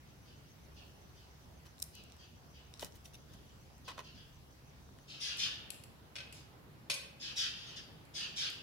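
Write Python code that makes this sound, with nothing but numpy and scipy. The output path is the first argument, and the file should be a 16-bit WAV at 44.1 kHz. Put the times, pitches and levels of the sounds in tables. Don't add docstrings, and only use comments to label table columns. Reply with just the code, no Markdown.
import sys
import numpy as np
from scipy import signal
from scipy.fft import rfft, irfft, next_fast_len
from scipy.io import wavfile
from scipy.ndimage import uniform_filter1d, map_coordinates

SR = 44100
rng = np.random.default_rng(int(sys.argv[2]) if len(sys.argv) > 2 else 0)


def decibels_to_gain(level_db):
    exponent = np.asarray(level_db, float) / 20
    return 10 ** exponent


def materialize(psi):
    bounded = np.clip(np.atleast_2d(psi).T, -1, 1)
    quanta = np.round(bounded * 32767).astype(np.int16)
    wavfile.write(sys.argv[1], SR, quanta)


N = 380538


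def unit(x):
    return x / np.sqrt(np.mean(x ** 2) + 1e-20)


def along(points, hz):
    f, v = np.transpose(points)
    return np.interp(np.log(hz + 1), np.log(f + 1), v)


def wobble(rate, size=N):
    knots = rng.standard_normal(int(size * rate / SR) + 4)
    return map_coordinates(knots, [np.arange(size) * rate / SR])


def filtered(x, response):
    m = next_fast_len(x.shape[-1] + 4096)
    spectrum = rfft(x, m) * response(np.fft.rfftfreq(m, 1 / SR))
    return irfft(spectrum, m)[..., :x.shape[-1]]


def resonances(peaks, bright_db):
    def response(f):
        tilt = decibels_to_gain(bright_db * np.log2(np.clip(f, 150, 16000) / 3000))
        total = 0
        for k, (hz, width, db) in enumerate(peaks):
            peak = 1j * f * width / (hz * hz - f * f + 1j * f * width)
            total = total + (-1) ** k * decibels_to_gain(db) * peak
        return tilt * total
    return response


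def add(track, s, x):
    part = track[..., round(s * SR):][..., :x.shape[-1]]
    part += x[..., :part.shape[-1]]


# pitch_hz, t60_s
YARD_DECAY = [(500, 1), (2500, 0.77), (6000, 0.47), (12000, 0.44)]


def echoes(x, t60_scale, delay_s):
    size = 2048 if t60_scale < .25 else 16384
    hz, t, z = signal.stft(rng.standard_normal((2, size)), SR, nperseg=256)
    decay = decibels_to_gain(-60 * t / (t60_scale * along(YARD_DECAY, hz)[:, None]))
    tail = signal.istft(z * decay, SR, nperseg=256)[1]
    tail = np.pad(tail / np.linalg.norm(tail[0]), ((0, 0), (int(abs(delay_s) * SR), 0)))
    return signal.fftconvolve(np.atleast_2d(x), tail, axes=1)


# pitch_hz, likeness (-1 to 1)
AIR_LIKENESS = [(60, 0.74), (180, 0.64), (550, 0.29), (1650, -0.2), (4970, 0.019), (15000, -0.11)]


def air(spectrum, db, patchy_db, size):
    z = signal.stft(rng.standard_normal((2, size)), nperseg=512)[2]
    field = rng.standard_normal(z.shape[1:])
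    field = uniform_filter1d(uniform_filter1d(field, 8, 0), 14, 1)
    pair = signal.istft(z * decibels_to_gain(patchy_db * unit(field)), nperseg=512)[1][:, :size]

    def colour(hz):
        turn = np.arccos(np.clip(along(AIR_LIKENESS, hz), -1, 1)) / 2
        return decibels_to_gain(along(spectrum, hz)) * [np.cos(turn), np.sin(turn)]

    mid, side = filtered(pair, colour)
    drift_db = .35 * wobble(1.5, size=size)
    return decibels_to_gain(db + drift_db) * unit(np.array([mid + side, mid - side]))


MOVE_S = 5.075
# pitch_hz, level_db per Hz
CLOSE_AIR = [(12, -40), (20, -19.5), (65, 0.5), (116, -2.5), (234, -8.5), (499, -15), (780, -16),
             (1530, -22), (3740, -26), (6010, -26.5), (6910, -30.5), (8650, -29.5), (9950, -33),
             (14700, -34), (16000, -32)]
# pitch_hz, level_db per Hz
BACK_AIR = [(12, -77), (20, -31), (52, -12.5), (130, -7), (241, -14.5), (270, -14), (301, -15),
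            (718, -20.5), (825, -20), (976, -21.5), (2020, -28), (4180, -32), (6180, -37.5), (10200, -39),
            (16000, -40.5)]


def background():
    cut = round(MOVE_S * SR)
    before = air(CLOSE_AIR, db=-58.5, patchy_db=1.5, size=cut)
    after = air(BACK_AIR, db=-58.0, patchy_db=1.1, size=N - cut)
    return np.hstack([before, after])


# pitch_hz, level_db rms
ENGINES = [(68, -70), (82, -76.5), (128, -71.5), (150, -70)]


def engines():
    t = np.arange(N) / SR

    def slow(rate):
        knots = int(t[-1] * rate) + 2
        return np.interp(t * rate, np.arange(knots), rng.standard_normal(knots))

    out = np.zeros(N)
    for hz, db in ENGINES:
        level = decibels_to_gain(db + 2.5 + 3.5 * slow(9.8))
        pitch = hz * (1 + 0.03015 * slow(3))
        out += level * np.sin(2 * np.pi * np.cumsum(pitch) / SR)
    return out


# pitch_hz, level_db
THROAT = [(500, -50), (1000, -21), (1500, -13.5), (2150, -7), (2650, 2), (3700, 2.5), (4120, 0),
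          (4750, 2.5), (5400, -0.5), (5900, -4.5), (6500, -6), (7200, -13), (9300, -18.5), (12500, -30.5),
          (16000, -68)]


def squawk(length_s, hz0, hz1, bright_db, rough, hoarse):
    u = np.linspace(0, 1, int(length_s * SR))
    pitch = (hz0 + (hz1 - hz0) * u ** 1.2) * (1 + rough * wobble(351.1, size=len(u)))
    phase = 2 * np.pi * np.cumsum(pitch) / SR
    k = np.arange(1, 10)[:, None]
    flutter = np.array([wobble(600 + 250 * min(j, 3), size=len(u)) for j in k[:, 0]])
    flutter = 0.57 + 1.4 * hoarse * flutter
    lean_db = (bright_db + 14 * (.45 - u)) * (np.minimum(k, 4) - 2.5)
    stack = unit(np.sum(decibels_to_gain(lean_db) * flutter * np.sin(k * phase), axis=0))
    breath = .75 * hoarse * rng.standard_normal(len(u))
    attack = np.clip(u / 0.2, 0, 1) ** 0.71
    release = np.clip((1 - u) / .5, 0, 1) ** 0.47
    voice = filtered(stack + breath, lambda hz: decibels_to_gain(along(THROAT, hz)))
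    return unit(voice) * attack * release


def birds(calls, direct_db, early_db, yard_db, treble_db, hoarse, full_db, sag, bright_db, dulls):
    out = np.zeros((2, N))
    for s, length_s, db, hz0 in calls:
        effort_db = db - full_db
        hz1 = hz0 * (1 - np.clip(sag + 0.1 * effort_db, .12, sag))
        tilt_db = bright_db + np.clip(dulls * (effort_db - 5), -1.5, 0)
        call = decibels_to_gain(db) * squawk(length_s, hz0, hz1, tilt_db, rough=0.0329, hoarse=hoarse)
        call = filtered(call, lambda hz: decibels_to_gain(treble_db * np.log2(1 + hz / 6000)))
        add(out, s, decibels_to_gain(direct_db) * call * [[1], [0]])
        add(out, s + .0006, decibels_to_gain(direct_db) * call * [[0], [1]])
        add(out, s, decibels_to_gain(early_db) * echoes(call, t60_scale=0.064, delay_s=.002))
        add(out, s, decibels_to_gain(yard_db) * echoes(call, t60_scale=0.98, delay_s=0.01))
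    return out


# start_s, level_db, pitch_hz at the start
FAR_CALLS = [(.04, -77, 1650), (.25, -66, 1610), (.75, -62, 1566), (1.15, -67, 1627), (1.929, -60, 1567),
             (2.18, -63, 1600), (2.53, -64, 1605), (3.27, -69.5, 1768), (3.459, -75, 1650),
             (3.84, -59, 1580), (4.03, -60, 1608), (4.14, -61.5, 1788)]


def far_birds():
    calls = [(s, .088, db, hz) for s, db, hz in FAR_CALLS]
    return birds(calls, direct_db=-5, early_db=-1.5, yard_db=0.5, treble_db=0, hoarse=0.6,
                 full_db=-62.5, sag=.195, bright_db=-1.5, dulls=0.071)


# pitch_hz, level_db, t60_s (not used, a smooth hump shapes each stroke)
WING = [(5890, 1, .012), (6340, -1, .015)]
# start_s, period_s, chirps
BOUTS = [
    (.095, .144, 3),
    (.507, .132, 11),
    (1.97, .1375, 17),
    (4.35, .167, 5),
]


def cricket():
    out = np.zeros((2, N))
    t = np.arange(int(0.016 * SR)) / SR
    for s in [first + k * period for first, period, chirps in BOUTS for k in range(chirps)]:
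        size_db = -66 + 0.5 * rng.standard_normal()
        for k in range(3):
            stroke = np.zeros(len(t))
            for hz, db, t60 in WING:
                stroke += decibels_to_gain(db) * np.sin(2 * np.pi * hz * t + rng.uniform(0, 2 * np.pi))
            stroke = decibels_to_gain(size_db + 1.8 * (k - 3.5)) * stroke * np.hanning(len(t))
            add(out, s - .03 + .016 * k, echoes(stroke, t60_scale=0.091, delay_s=0))
    return out


# pitch_hz, width_hz, level_db
LOADED_TRAY = [(148, 98, -18.5), (400, 170, -7.5), (668, 270, -2.5), (1026, 116, 6.5), (1450, 300, -0.5),
               (1935, 120, 3.5), (2540, 98, 2), (2990, 85, 6.5), (3680, 750, 0), (5900, 1350, -2),
               (8700, 2100, -5.5), (14800, 1700, -13)]
# start_s, length_s, level_db, brightness_db per
SCRAPES = [(1.653, 0.036, -65.5, 0), (2.796, 0.097, -54, 2.5), (2.825, 0.0066, -45, -6.5),
           (2.948, 0.039, -66.5, 5), (3.042, 0.057, -64.5, 4), (3.138, 0.032, -68, 4.5),
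           (3.33, 0.034, -68, 2), (3.877, 0.055, -49, -3.5), (3.975, 0.026, -52.5, -4),
           (3.988, 0.03, -51, -3.5), (2.831, 0.045, -55, -18), (4.889, 0.00386, -64.5, -10.5),
           (4.986, 0.0037, -67, -3)]


def scrapes():
    out = np.zeros((2, N))
    for s, length_s, db, bright_db in SCRAPES:
        n = int(length_s * SR)
        slips = decibels_to_gain(3.5 * wobble(450, size=n))
        grit = slips * (rng.standard_normal(n) + 1.1 * rng.standard_normal((2, n)))
        pressure = np.sin(np.pi * np.linspace(0, 1, n) ** 0.41)
        grit = np.pad(grit * pressure, ((0, 0), (0, 900)))
        stroke = decibels_to_gain(db) * unit(filtered(grit, resonances(LOADED_TRAY, bright_db)))
        add(out, s, stroke)
        add(out, s, decibels_to_gain(-14) * echoes(stroke, t60_scale=.45, delay_s=.004))
    return out


def ticks(touches, steel, tilt_db, contact_s, yard_db, tail):
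    out = np.zeros((2, N))
    t = np.arange(1400) / SR
    u = t / np.clip(contact_s / 4, .0001, .003)
    for s, db, pan_db in touches:
        chatter = rng.standard_normal(len(t)) + 3.6 * rng.standard_normal((2, len(t)))
        tick = filtered(chatter * u * np.exp(-u), resonances(steel, tilt_db))
        tick = decibels_to_gain(db + 5.0) * tick / np.abs(tick).max(axis=1, keepdims=True)
        add(out, s, tick * decibels_to_gain(np.clip(pan_db, -6, 6) * np.array([[.5], [-.5]])))
        add(out, s, decibels_to_gain(yard_db) * echoes(tick, t60_scale=tail, delay_s=.004))
    return out


# pitch_hz, width_hz, level_db
TINES = [(2840, 810, -9), (3930, 330, 2), (5580, 710, 2), (7480, 380, 4), (8670, 450, 5),
         (11330, 670, -11.5), (11940, 280, -4), (14100, 2400, -16)]
# start_s, peak_db, left_right_db
TRAY_TICKS = [
    (1.7809, -53, -1.5),
    (2.0994, -55, -1.5),
    (2.1207, -50, -3),
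    (2.7386, -45, 1.5),
    (2.7738, -54, 6),
    (2.7945, -41, 6),
    (2.9219, -54, -.5),
]


def tray_ticks():
    return ticks(TRAY_TICKS, TINES, tilt_db=-7, contact_s=0.0026, yard_db=-6, tail=.55)


# start_s, peak_db, left_right_db
SPOON_TICKS = [(1.7904, -52, 1), (1.7998, -42.5, 3), (1.8134, -56, 1), (1.821, -32.5, -4), (1.8246, -27, 1),
               (1.839, -43, -1.5), (1.9515, -46, 1), (2.0369, -51, -6), (2.1654, -54, 0), (2.8456, -37, -3),
               (3.7799, -56, -1), (3.8832, -46, -.5)]


def spoon_ticks():
    return ticks(SPOON_TICKS, TINES, tilt_db=6.5, contact_s=0.0034, yard_db=-14, tail=0.99)


# pitch_hz, width_hz, level_db
RIM = [(2700, 170, 2.5), (3670, 160, 3), (5750, 200, 4), (7500, 460, -15), (10000, 660, -5)]
# start_s, peak_db, left_right_db
CLINKS = [
    (3.0545, -48, 0),
    (3.1338, -57, 6),
    (3.142, -49, -2),
    (3.1514, -48, 5),
]


def rim_clinks():
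    return ticks(CLINKS, RIM, tilt_db=0, contact_s=0.0074, yard_db=-16, tail=.55)


# start_s, length_s, level_db, pitch_hz at the start
NEAR_CALLS = [
    (5.072, 0.14, -51.5, 1442),
    (5.195, .15, -38.5, 1844),
    (5.375, 0.11, -35, 1850),
    (7.195, 0.14, -44.5, 1737),
    (7.355, .13, -35.5, 1854),
    (7.55, 0.15, -53, 1700),
    (7.66, 0.092, -51.5, 1644),
    (7.755, .05, -47, 1725),
    (8.135, 0.14, -40.5, 1747),
    (8.355, .14, -37.5, 1825),
]


def near_birds():
    return birds(NEAR_CALLS, direct_db=-14.0, early_db=-3.5, yard_db=-6, treble_db=4.0, hoarse=1.0,
                 full_db=-44.5, sag=.28, bright_db=-0.94, dulls=1.0)


# pitch_hz, width_hz, level_db
BOWL = [(2780, 420, 5.5), (4830, 770, 1), (7900, 820, 7), (11000, 1500, 1), (14000, 2500, -10)]
# start_s, peak_db, left_right_db
FAR_TICKS = [
    (5.3704, -44, 3),
    (5.703, -35, 6),
    (5.721, -57, 0),
    (5.7428, -49, -9),
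    (5.8366, -46, -2),
    (6.3245, -45.5, 4),
    (6.329, -51.5, -2),
    (6.333, -58, 2),
    (8.0506, -59, -6),
    (8.4994, -43, -3),
]


def far_ticks():
    return ticks(FAR_TICKS, BOWL, tilt_db=0, contact_s=0.0063, yard_db=-3.5, tail=1.0)


def ring(modes, bright_db, t, scatter_db):
    hz, db, t60 = np.transpose(modes)[:, :, None]
    tilt_db = bright_db * np.log2(hz / 4000) * (hz > 1200)
    level = db + tilt_db + scatter_db * rng.standard_normal((2, len(modes), 1))
    waver = .6 * np.array([wobble(120, size=len(t)) for _ in modes])
    phase = rng.uniform(0, 2 * np.pi, (len(modes), 1)) + waver
    phase = phase + 1.02 * rng.standard_normal((2, len(modes), 1))
    return np.sum(decibels_to_gain(level - 60 * t / t60) * np.sin(2 * np.pi * hz * t + phase), axis=1)


# pitch_hz, level_db, t60_s
TRAY_MODES = [(557, -8, 0.052), (1050, -9, 0.037), (1536, -14.5, 0.081), (2434, -9, 0.075),
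              (2550, -5.5, 0.12), (2860, -17, 0.05), (3014, -6, 0.087), (3400, -3, 0.044),
              (3730, -2.5, 0.071), (4100, -8.5, 0.13), (4500, -1, 0.07), (5140, -5, 0.068), (5460, 1, 0.04),
              (5556, -13, .08), (6470, -3.5, 0.082), (7779, -12, 0.15), (8740, -6, 0.099),
              (9460, -16, 0.091), (9800, -16, 0.085), (10700, -13, 0.032), (13000, -27, .04),
              (14000, -29, .04)]
# pitch_hz, level_db
CLATTER = [(300, -19), (550, -11), (800, -21.5), (1600, -12.5), (2500, 0), (3400, -1), (5300, -1.5),
           (6500, -11.5), (8000, -5), (11000, -10), (13000, -23), (16000, -36)]
# start_s, peak_db, brightness_db per octave
KNOCKS = [
    (6.155, -33.5, -4),
    (6.162, -30.5, -5.5),
    (6.184, -33.5, -6.5),
    (6.204, -35.5, -9),
    (6.899, -17, -1),
    (6.908, -25, 2.5),
    (6.916, -24.5, -1.5),
    (6.94, -32.5, 13),
]


def knocks():
    out = np.zeros((2, N))
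    t = np.arange(7000) / SR
    for s, db, bright_db in KNOCKS:
        def colour(hz):
            return decibels_to_gain(along(CLATTER, hz) + bright_db * np.log2((hz + 50) / 4000) * (hz > 1200))

        modes = ring(TRAY_MODES, bright_db, t, scatter_db=1.1)
        noise = rng.standard_normal(len(t)) + 1.7 * rng.standard_normal((2, len(t)))
        dense = unit(filtered(noise, colour)) * decibels_to_gain(-60 * t / 0.063)
        onset = 1 - np.exp(-t / 0.0004)
        blow = decibels_to_gain(db - 12.5) * (0.61 * modes + 1.1 * dense) * onset
        add(out, s, blow * decibels_to_gain([[1.2], [-1.2]]))
        add(out, s, decibels_to_gain(-3.0) * echoes(blow, t60_scale=0.84, delay_s=.008))
    return out


# start_s, length_s, level_db, pitch_hz at the start
THIN_CALL = [
    (6.325, .09, -61, 1890),
]


def thin_bird():
    return birds(THIN_CALL, direct_db=-15.0, early_db=-7.0, yard_db=-8.5, treble_db=10.0, hoarse=0.8,
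                 full_db=-50, sag=.2, bright_db=12, dulls=0)


def scene():
    garden = background() + engines()
    creatures = far_birds() + cricket() + near_birds() + thin_bird()
    touches = tray_ticks() + spoon_ticks() + rim_clinks() + far_ticks()
    return garden + creatures + touches + scrapes() + knocks()


def roll_off(x):
    return signal.sosfilt(signal.butter(12, 16620, fs=SR, output="sos"), x)


# pitch_hz, left_right_db
PORT_COLOUR = [(60, 0.5), (180, -1), (550, -0.5), (1650, -2.5), (4970, 2), (15000, 1)]
# pitch_hz, width_hz, depth (0 to 1)
BODY_SHADOWS = [(6900, 210, 0.44), (8480, 720, 0.63)]


def record(dry):
    def response(hz):
        body = 1
        for centre, width, depth in BODY_SHADOWS:
            body = body * (1 - np.clip(depth, 0, .95) * np.exp(-((hz - centre) / width) ** 2))
        edge = np.where(hz < 15850, 1, decibels_to_gain(-26))
        return body * edge * decibels_to_gain(along(PORT_COLOUR, hz) * [[.5], [-.5]])

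    return roll_off(filtered(dry, response))


dry = scene()
out = record(dry)
materialize(out)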